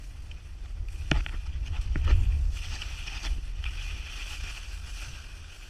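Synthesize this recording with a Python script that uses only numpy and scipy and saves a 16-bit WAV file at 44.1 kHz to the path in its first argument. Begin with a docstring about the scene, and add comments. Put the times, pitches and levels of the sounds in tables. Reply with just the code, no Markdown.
"""Skiing down soft snow

A skier turns down a slope of soft snow, with a camera in a plastic housing at the end of a pole.
Wind thumps and flutters: noise shaped into big and small eddies. The skis hiss, scrape and throw
spray: showers of tiny random cracks, shaped by load. Crust snaps and lumps crunch: short swells of
coarse grains. Knocks ring the housing and the pole as damped resonances, with a gritty crack."""
import sys
import numpy as np
from scipy import signal
from scipy.fft import rfft, irfft, next_fast_len
from scipy.io import wavfile
from scipy.ndimage import uniform_filter1d, map_coordinates

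SR = 44100
rng = np.random.default_rng(int(sys.argv[2]) if len(sys.argv) > 2 else 0)


def waveform_to_disk(signal):
    """Save audio, clipped to [-1, 1], as 16-bit WAV at the path in sys.argv[1]."""
    frames = np.transpose(np.atleast_2d(signal))
    scaled = np.clip(frames, -1, 1) * 32767
    samples = np.round(scaled).astype(np.int16)
    wavfile.write(sys.argv[1], SR, samples)


N = 250929  # length in samples

# Every level is a setting before the trims and wobbles that the functions add.
# slow rise and fall of the wind on the housing: t/s, level/dB
SLOW_WIND = [(0, -36), (.55, -37), (.95, -29.5), (1.5, -27.5), (1.95, -24.5), (2.13, -16), (2.5, -23.5),
             (2.63, -32), (3.1, -32.5), (3.5, -30), (3.85, -30.5), (4.15, -35.5), (5.0, -35.5),
             (5.69, -41.5)]
# single gusts: t/s at the peak, level over the slow wind/dB
SINGLE_GUSTS = [(.33, 2), (.82, 6.5), (1.17, 12.5), (2.71, 5.5), (3.32, 10), (3.66, 4), (4.44, 5),
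                (5.11, 2.5)]
# the skis load in each turn and unload between turns:
# t/s, hiss of the bases/dB, rasp of the edges/dB, powder spray/dB
SKI_LEVELS = [(0.0, -65, -63, -68.5), (0.5, -65.5, -63.5, -74.5), (0.86, -68.0, -69, -74),
              (0.93, -61.0, -59.5, -65.5), (1.3, -61.5, -59.0, -68.5), (1.56, -64, -57, -76),
              (1.85, -60, -58, -66.5), (2.22, -62.0, -50.5, -66.5), (2.49, -60.5, -65, -68),
              (2.57, -52, -48, -56.5), (2.72, -49, -47, -65), (2.95, -52, -47, -63),
              (3.26, -51.5, -46.5, -64), (3.36, -61, -56.5, -70.0), (3.55, -63, -59, -71.5),
              (3.85, -50.5, -44.5, -59.5), (4.02, -55, -47, -66.5), (4.28, -49, -44.5, -57),
              (4.56, -50.5, -46.5, -59.5), (4.8, -56.5, -54.5, -63), (5.0, -49.5, -48, -58.5),
              (5.3, -58.5, -54, -68.5), (5.69, -58.5, -55.0, -65.5)]
# the skis flatten as the turn ends: t/s, share of the ploughing power that is a hollow scrape/0-1
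SKI_FLATNESS = [(0, 0.034), (4.1, 0.046), (4.55, 0.34), (5.1, 0.45), (5.69, 0.6)]
# crust snapping under an edge: t/s at the peak, fade/s, level/dB, brightness/dB
CRUST_SNAPS = [(0.314, 0.0044, -42, -11), (0.886, 0.0036, -46.5, -5), (.959, 0.0044, -50, -10),
               (1.286, 0.0083, -37.5, -27), (1.813, 0.027, -49.5, 2), (2.047, 0.0066, -40, -4),
               (2.323, 0.0035, -43.5, -14), (3.642, 0.0016, -27.5, -17), (3.655, 0.024, -34.5, -18)]
# lumps of snow crushed under the skis: t/s at the peak, rise plus fall/s, level/dB, weight/dB,
# brightness/dB
SNOW_LUMPS = [(0.658, 0.016, -61, 13.5, -2), (1.126, 0.016, -49.5, 9, -11), (1.173, .036, -39, 4, -9.5),
              (1.207, 0.013, -43.5, 7, -11), (1.349, .035, -60, 17.5, -8), (1.47, 0.012, -52.5, 4.5, 0),
              (1.676, 0.02, -45.5, 2.5, -1.5), (1.767, 0.038, -47.5, 8, -13), (2.111, 0.039, -40, 10, -8),
              (2.754, 0.035, -45, 3.5, 4), (2.824, 0.01, -34, -8, -5), (3.081, 0.016, -36, -1.5, -6),
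              (3.168, 0.049, -37, -3, -8), (3.262, 0.034, -32.5, -4.5, -3.5), (4.275, 0.031, -40, -8, -14)]
# knocks and soft bumps on the pole: t/s, level/dB, hardness as a treble limit f/Hz, thud/dB
POLE_KNOCKS = [(1.1135, -16, 6440, -21), (1.1150, -7, 3140, -23), (1.1157, -15, 2880, 7),
               (1.2627, -16, 3180, -19), (1.293, -28, 3100, -25), (1.957, -18.5, 2200, 2.5),
               (3.379, -51.5, 495, 18), (4.437, -50, 500, 13), (5.117, -50.5, 190, 12.5)]

# resonances of the housing: f/Hz, width/Hz, level/dB
HOUSING_MODES = [(632, 130, -10.5), (854, 97, -7.5), (1410, 124, -1.5), (1850, 290, -1), (2470, 460, -2),
                 (3210, 450, -1.5), (4340, 890, -6.5), (6640, 630, -10)]
# resonances of the pole: f/Hz, width/Hz, level/dB
POLE_MODES = [(138, 26.4, 5), (314, 57, -1.5), (413, 27, -10.5), (615, 127, -13), (860, 79, -18)]
# bands the housing changes, nearly all of them muffled: f/Hz, width/Hz, level/dB
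HOUSING_BANDS = [(500, 44, -0.5), (985, 16, -4.5), (1680, 340, -2.5), (2130, 81, -4.5), (3840, 110, -10),
                 (13400, 520, 0.5)]

# Tone colours. Only the shape counts, because the coloured sound is set to an rms of 1.
# thump of the big eddies: f/Hz, level/dB
BUFFET_COLOUR = [(12, -12), (25, -4), (42, 2.5), (56, -4.5), (78, -4.5), (98, -17.5), (140, -22.5),
                 (190, -38.5), (300, -39.5), (450, -51), (1000, -51), (3000, -99)]
# flutter of the small eddies, and the thud of a lump: f/Hz, level/dB
FLUTTER_COLOUR = [(60, -56), (135, 2), (215, -5.5), (310, -3), (450, -10), (800, -12), (2000, -17),
                  (10000, -50)]
# snow pushed aside: f/Hz, level/dB
PLOUGH_COLOUR = [(100, -14), (300, -7), (480, -11), (850, -4), (1030, -10), (1200, -1), (1400, 0),
                 (1650, -1.5), (2020, 3.5), (2250, -1.5), (3500, -11), (12000, -85)]
# hollow scrape of flat skis: f/Hz, level/dB
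HOLLOW_COLOUR = [(100, -36), (700, -11), (1050, -9.5), (1220, -3), (1450, 2), (1620, 2), (1900, -14),
                 (2250, -21), (3500, -39), (12000, -70)]
# rasp of edges and breaking snow: f/Hz, level/dB
RASP_COLOUR = [(300, -54), (1500, -11), (2200, -13), (2430, 3.5), (2650, 1), (3000, -0.5), (3400, -6),
               (3750, -20), (5000, -55), (12000, -70)]
# hiss of the gliding bases: f/Hz, level/dB
GLIDE_COLOUR = [(2500, -31), (3750, 2), (4200, -1.5), (4800, 1.5), (5150, -3), (5500, 4), (6300, -1),
                (6950, -18), (7600, -6), (8500, -16), (11000, -30.5), (15000, -43)]
# powder spray: f/Hz, level/dB
SPRAY_COLOUR = [(1000, -55), (4000, -2), (7000, -1), (8000, -0.5), (9600, -2.5), (11500, -7),
                (13000, -11.5), (14600, -17.5), (16000, -20)]
# body of crunching snow: f/Hz, level/dB
CRUNCH_COLOUR = [(100, -3), (350, -5.5), (500, -34), (740, -3), (790, -3), (870, 2.5), (1050, -10),
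                 (1200, 1), (1360, 7), (1600, -2.5), (1820, 4), (2200, -4.5), (3500, -7.5), (12000, -51)]

GUST_S = 0.033  # rise of a gust, and its fall
DEEP_HZ = 96
PLOUGH_DB, PLOUGH_GROWS = -57, 0.79  # level at the average load; dB more for each dB of load
SNAP_ATTACK_S = 0.0014
RISE_SHARE = 0.7  # part of a lump's length in which it is squeezed before it gives way
CRACK_ATTACK_S, CRACK_FADE_S = 0.0002, 0.00095  # the gritty crack of a hard contact
TOP_HZ = 15500  # the camera keeps nothing from here up


def amp(db):
    """Turn decibels into a gain."""
    return 10 ** (np.asarray(db) / 20)


def unit(x):
    """Scale to an rms (average strength) of 1."""
    return x / np.sqrt(np.mean(x ** 2) + 1e-20)


def curves(rows):
    """Draw straight lines between table rows: one curve for each column after the time."""
    times, *columns = np.transpose(rows)
    return [np.interp(np.arange(N) / SR, times, column) for column in columns]


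def wobble(rate):
    """Make a smooth random curve through `rate` random points a second."""
    points = rng.standard_normal(4096)
    return map_coordinates(points, [np.arange(N) * rate / SR], mode="wrap")


def swell(peak_s, rise, fall):
    """Make a bell-shaped envelope; rise and fall are the spreads in seconds on each side."""
    t = np.arange(N) / SR - peak_s
    return np.exp(-.5 * (t / np.where(t < 0, rise, fall)) ** 2)


def filtered(x, response):
    """Multiply the spectrum of x by a response to frequency."""
    size = next_fast_len(len(x) + 8192)  # spare room for the filter's tail
    spectrum = rfft(x, size) * response(np.fft.rfftfreq(size, 1 / SR))
    return irfft(spectrum, size)[:len(x)]


def coloured(x, colour):
    """Give x a tone colour, joining its points on a log frequency axis, at rms 1."""
    f, db = np.transpose(colour)
    return unit(filtered(x, lambda hz: amp(np.interp(np.log(hz + 1), np.log(f), db))))


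def ring(x, modes):
    """Let x excite damped resonances; a wider one dies away faster."""
    def response(f):
        total = 0
        for k, (centre, width, db) in enumerate(modes):
            mode = 1j * f * width / (centre * centre - f * f + 1j * f * width)
            total = total + (-1) ** k * amp(db) * mode  # neighbours have opposite signs
        return total
    return filtered(x, response)


def crystals(rate, spread_db, smooth):
    """Scatter tiny cracks of uneven size, `rate` a second on average, over a smooth rush."""
    happens = rng.random(N) < rate / SR
    sign = rng.choice([-1, 1], N)
    # the cap limits loud cracks for a positive spread, faint ones for a negative spread
    size = amp(spread_db * np.minimum(rng.standard_normal(N), 2))
    return unit(unit(happens * sign * size) + smooth * rng.standard_normal(N))


def patchy(x, depth_db):
    """Vary the gain at random in patches a few hundred Hz wide and some 30 ms long."""
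    z = signal.stft(x, nperseg=512)[2]
    field = uniform_filter1d(rng.standard_normal(z.shape), size=5, axis=0)  # across frequency
    field = uniform_filter1d(field, size=6, axis=1)  # across time
    return unit(signal.istft(z * amp(depth_db * unit(field)), nperseg=512)[1][:N])


def coarse(colour):
    """Make the coarse grains of packed snow as it breaks, at rms 1."""
    return coloured(patchy(crystals(rate=800, spread_db=5, smooth=0.61), depth_db=4.5), colour)


def wind(buffet_db=-4, flutter_db=-60, follow=0.25, unsteady_db=1.3, small_grows=0.77):
    """Big eddies thump the housing and deepen in gusts; small ones flutter and grow less."""
    gust_db = curves(SLOW_WIND)[0] + unsteady_db * wobble(9.8)
    for peak_s, db in SINGLE_GUSTS:
        gust_db += db * swell(peak_s, GUST_S, GUST_S)
    mean_db = np.mean(gust_db)
    excess_db = gust_db - mean_db

    eddies = coloured(rng.standard_normal(N), BUFFET_COLOUR)
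    # the pressure of the eddies evens out within a gust
    local_power = uniform_filter1d(eddies ** 2, size=5000)
    eddies /= np.sqrt(np.abs(local_power) + 1e-6)
    deep = filtered(eddies, lambda hz: 1 / (1 + (hz / DEEP_HZ) ** 8))
    small = eddies - deep
    buffet = amp(excess_db) * deep + amp(small_grows * excess_db) * small

    flutter = coloured(rng.standard_normal(N), FLUTTER_COLOUR)
    flutter = unit(flutter * amp(1.86 * wobble(35)))
    return amp(mean_db + buffet_db) * buffet + amp(flutter_db + follow * excess_db) * flutter


def skis(spray_db=3, hollow_db=2):
    """Snow grains break under the skis; the uneven surface makes all the hiss stutter together."""
    base_db, edge_db, powder_db = curves(SKI_LEVELS)
    load_db = (base_db + edge_db) / 2
    flat = curves(SKI_FLATNESS)[0]
    bumps_db = 1.0 * wobble(28) + 1.1 * wobble(130)
    grains = patchy(crystals(rate=2500, spread_db=3.5, smooth=1.0), depth_db=1.5)

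    # snow pushed aside, turning to a hollow scrape as the skis flatten
    scrape = patchy(crystals(rate=2000, spread_db=3.5, smooth=0.51), depth_db=1.5)
    scrape = amp(hollow_db) * coloured(scrape, HOLLOW_COLOUR)
    pushed = np.sqrt(1 - flat) * coloured(grains, PLOUGH_COLOUR) + np.sqrt(flat) * scrape
    plough_db = PLOUGH_DB + PLOUGH_GROWS * (load_db - np.mean(load_db))
    plough = amp(plough_db + 1.5 * bumps_db) * pushed

    # the steel edges chatter on their own as well
    edge = patchy(crystals(rate=1500, spread_db=3, smooth=1.0), depth_db=2.0)
    rasp = amp(edge_db + bumps_db + 1.25 * wobble(60)) * coloured(edge, RASP_COLOUR)
    glide = amp(base_db + 0.67 * bumps_db) * coloured(grains, GLIDE_COLOUR)

    # powder flies in uneven puffs
    dust = patchy(crystals(rate=3000, spread_db=-2.0, smooth=0.92), depth_db=2.75)
    puffs_db = powder_db + spray_db + 0.6 * bumps_db + 2.2 * wobble(13)
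    spray = amp(puffs_db) * coloured(dust, SPRAY_COLOUR)
    return plough + rasp + glide + spray


def snaps(rasp_db=-2, body_db=-11, hiss_db=-5, dust_db=-13):
    """Crust breaks at once under an edge and dies away in a gritty rasp."""
    breaking, dry_part = np.zeros((2, N))
    for peak_s, fade, db, bright_db in CRUST_SNAPS:
        snap = amp(db) * swell(peak_s, SNAP_ATTACK_S, fade)
        breaking += snap
        dry_part += snap * amp(bright_db)
    grit = amp(rasp_db) * coarse(RASP_COLOUR) + amp(body_db) * coarse(CRUNCH_COLOUR)
    hiss = amp(hiss_db) * coarse(GLIDE_COLOUR) + amp(dust_db) * coarse(SPRAY_COLOUR)
    return breaking * grit + dry_part * hiss


def lumps(body_db=-4, thud_db=-9, rasp_db=-2, hiss_db=-4, dust_db=-22):
    """Each lump collapses in a swell of coarse grains; heavy ones thud, dry ones hiss."""
    crush, heavy, dry_part = np.zeros((3, N))
    for peak_s, length, db, weight_db, bright_db in SNOW_LUMPS:
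        lump = amp(db) * swell(peak_s, RISE_SHARE * length, (1 - RISE_SHARE) * length)
        crush += lump
        heavy += lump * amp(weight_db)
        dry_part += lump * amp(bright_db)
    body = amp(body_db) * coarse(CRUNCH_COLOUR) + amp(thud_db) * coarse(FLUTTER_COLOUR)
    rasp = amp(rasp_db) * coarse(RASP_COLOUR)
    hiss = amp(hiss_db) * coarse(GLIDE_COLOUR) + amp(dust_db) * coarse(SPRAY_COLOUR)
    return heavy * body + crush * rasp + dry_part * hiss


def knocks(thud_db=-5):
    """A short contact rings the housing and thuds in the pole; a softer one has less treble."""
    out = np.zeros(N + SR)  # room for the last ring
    blow = signal.unit_impulse(SR // 8)
    for start_s, db, hard_hz, weight_db in POLE_KNOCKS:
        softening = signal.butter(8, hard_hz, fs=SR, output="sos")
        contact = signal.sosfilt(softening, blow)
        clack, thud = ring(contact, HOUSING_MODES), ring(contact, POLE_MODES)
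        clack /= np.abs(clack).max()
        thud /= np.abs(thud).max()
        start = round(start_s * SR)
        out[start:start + len(blow)] += amp(db) * (clack + amp(thud_db + weight_db) * thud)
    return out[:N]


def cracks(grit_db=-17, dust_db=-25, hard_hz=6500):
    """A hard contact grinds for an instant; the crack drops steeply for softer ones."""
    grind = np.zeros(N)
    for start_s, db, hz, _ in POLE_KNOCKS:
        hardness = min(hz / hard_hz, 1) ** 4
        peak_s = start_s + 2 * CRACK_ATTACK_S
        grind += amp(db) * hardness * swell(peak_s, CRACK_ATTACK_S, CRACK_FADE_S)
    grit = amp(grit_db) * coloured(rng.standard_normal(N), GLIDE_COLOUR)
    dust = amp(dust_db) * coloured(rng.standard_normal(N), SPRAY_COLOUR)
    return grind * (grit + dust)


def scene():
    """Open snow gives no echo: the sources simply add."""
    return (wind() + skis() + snaps() + lumps() + knocks() + cracks())[None]


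def record(dry):
    """The housing hollows out a few bands; the camera keeps nothing above its band limit."""
    def response(hz):
        gain_db = 0
        for centre, width, db in HOUSING_BANDS:
            gain_db = gain_db + db * np.exp(-.5 * ((hz - centre) / width) ** 2)
        return amp(gain_db) * (hz < TOP_HZ)
    return np.array([filtered(x, response) for x in dry])


dry = scene()
out = record(dry)
waveform_to_disk(out)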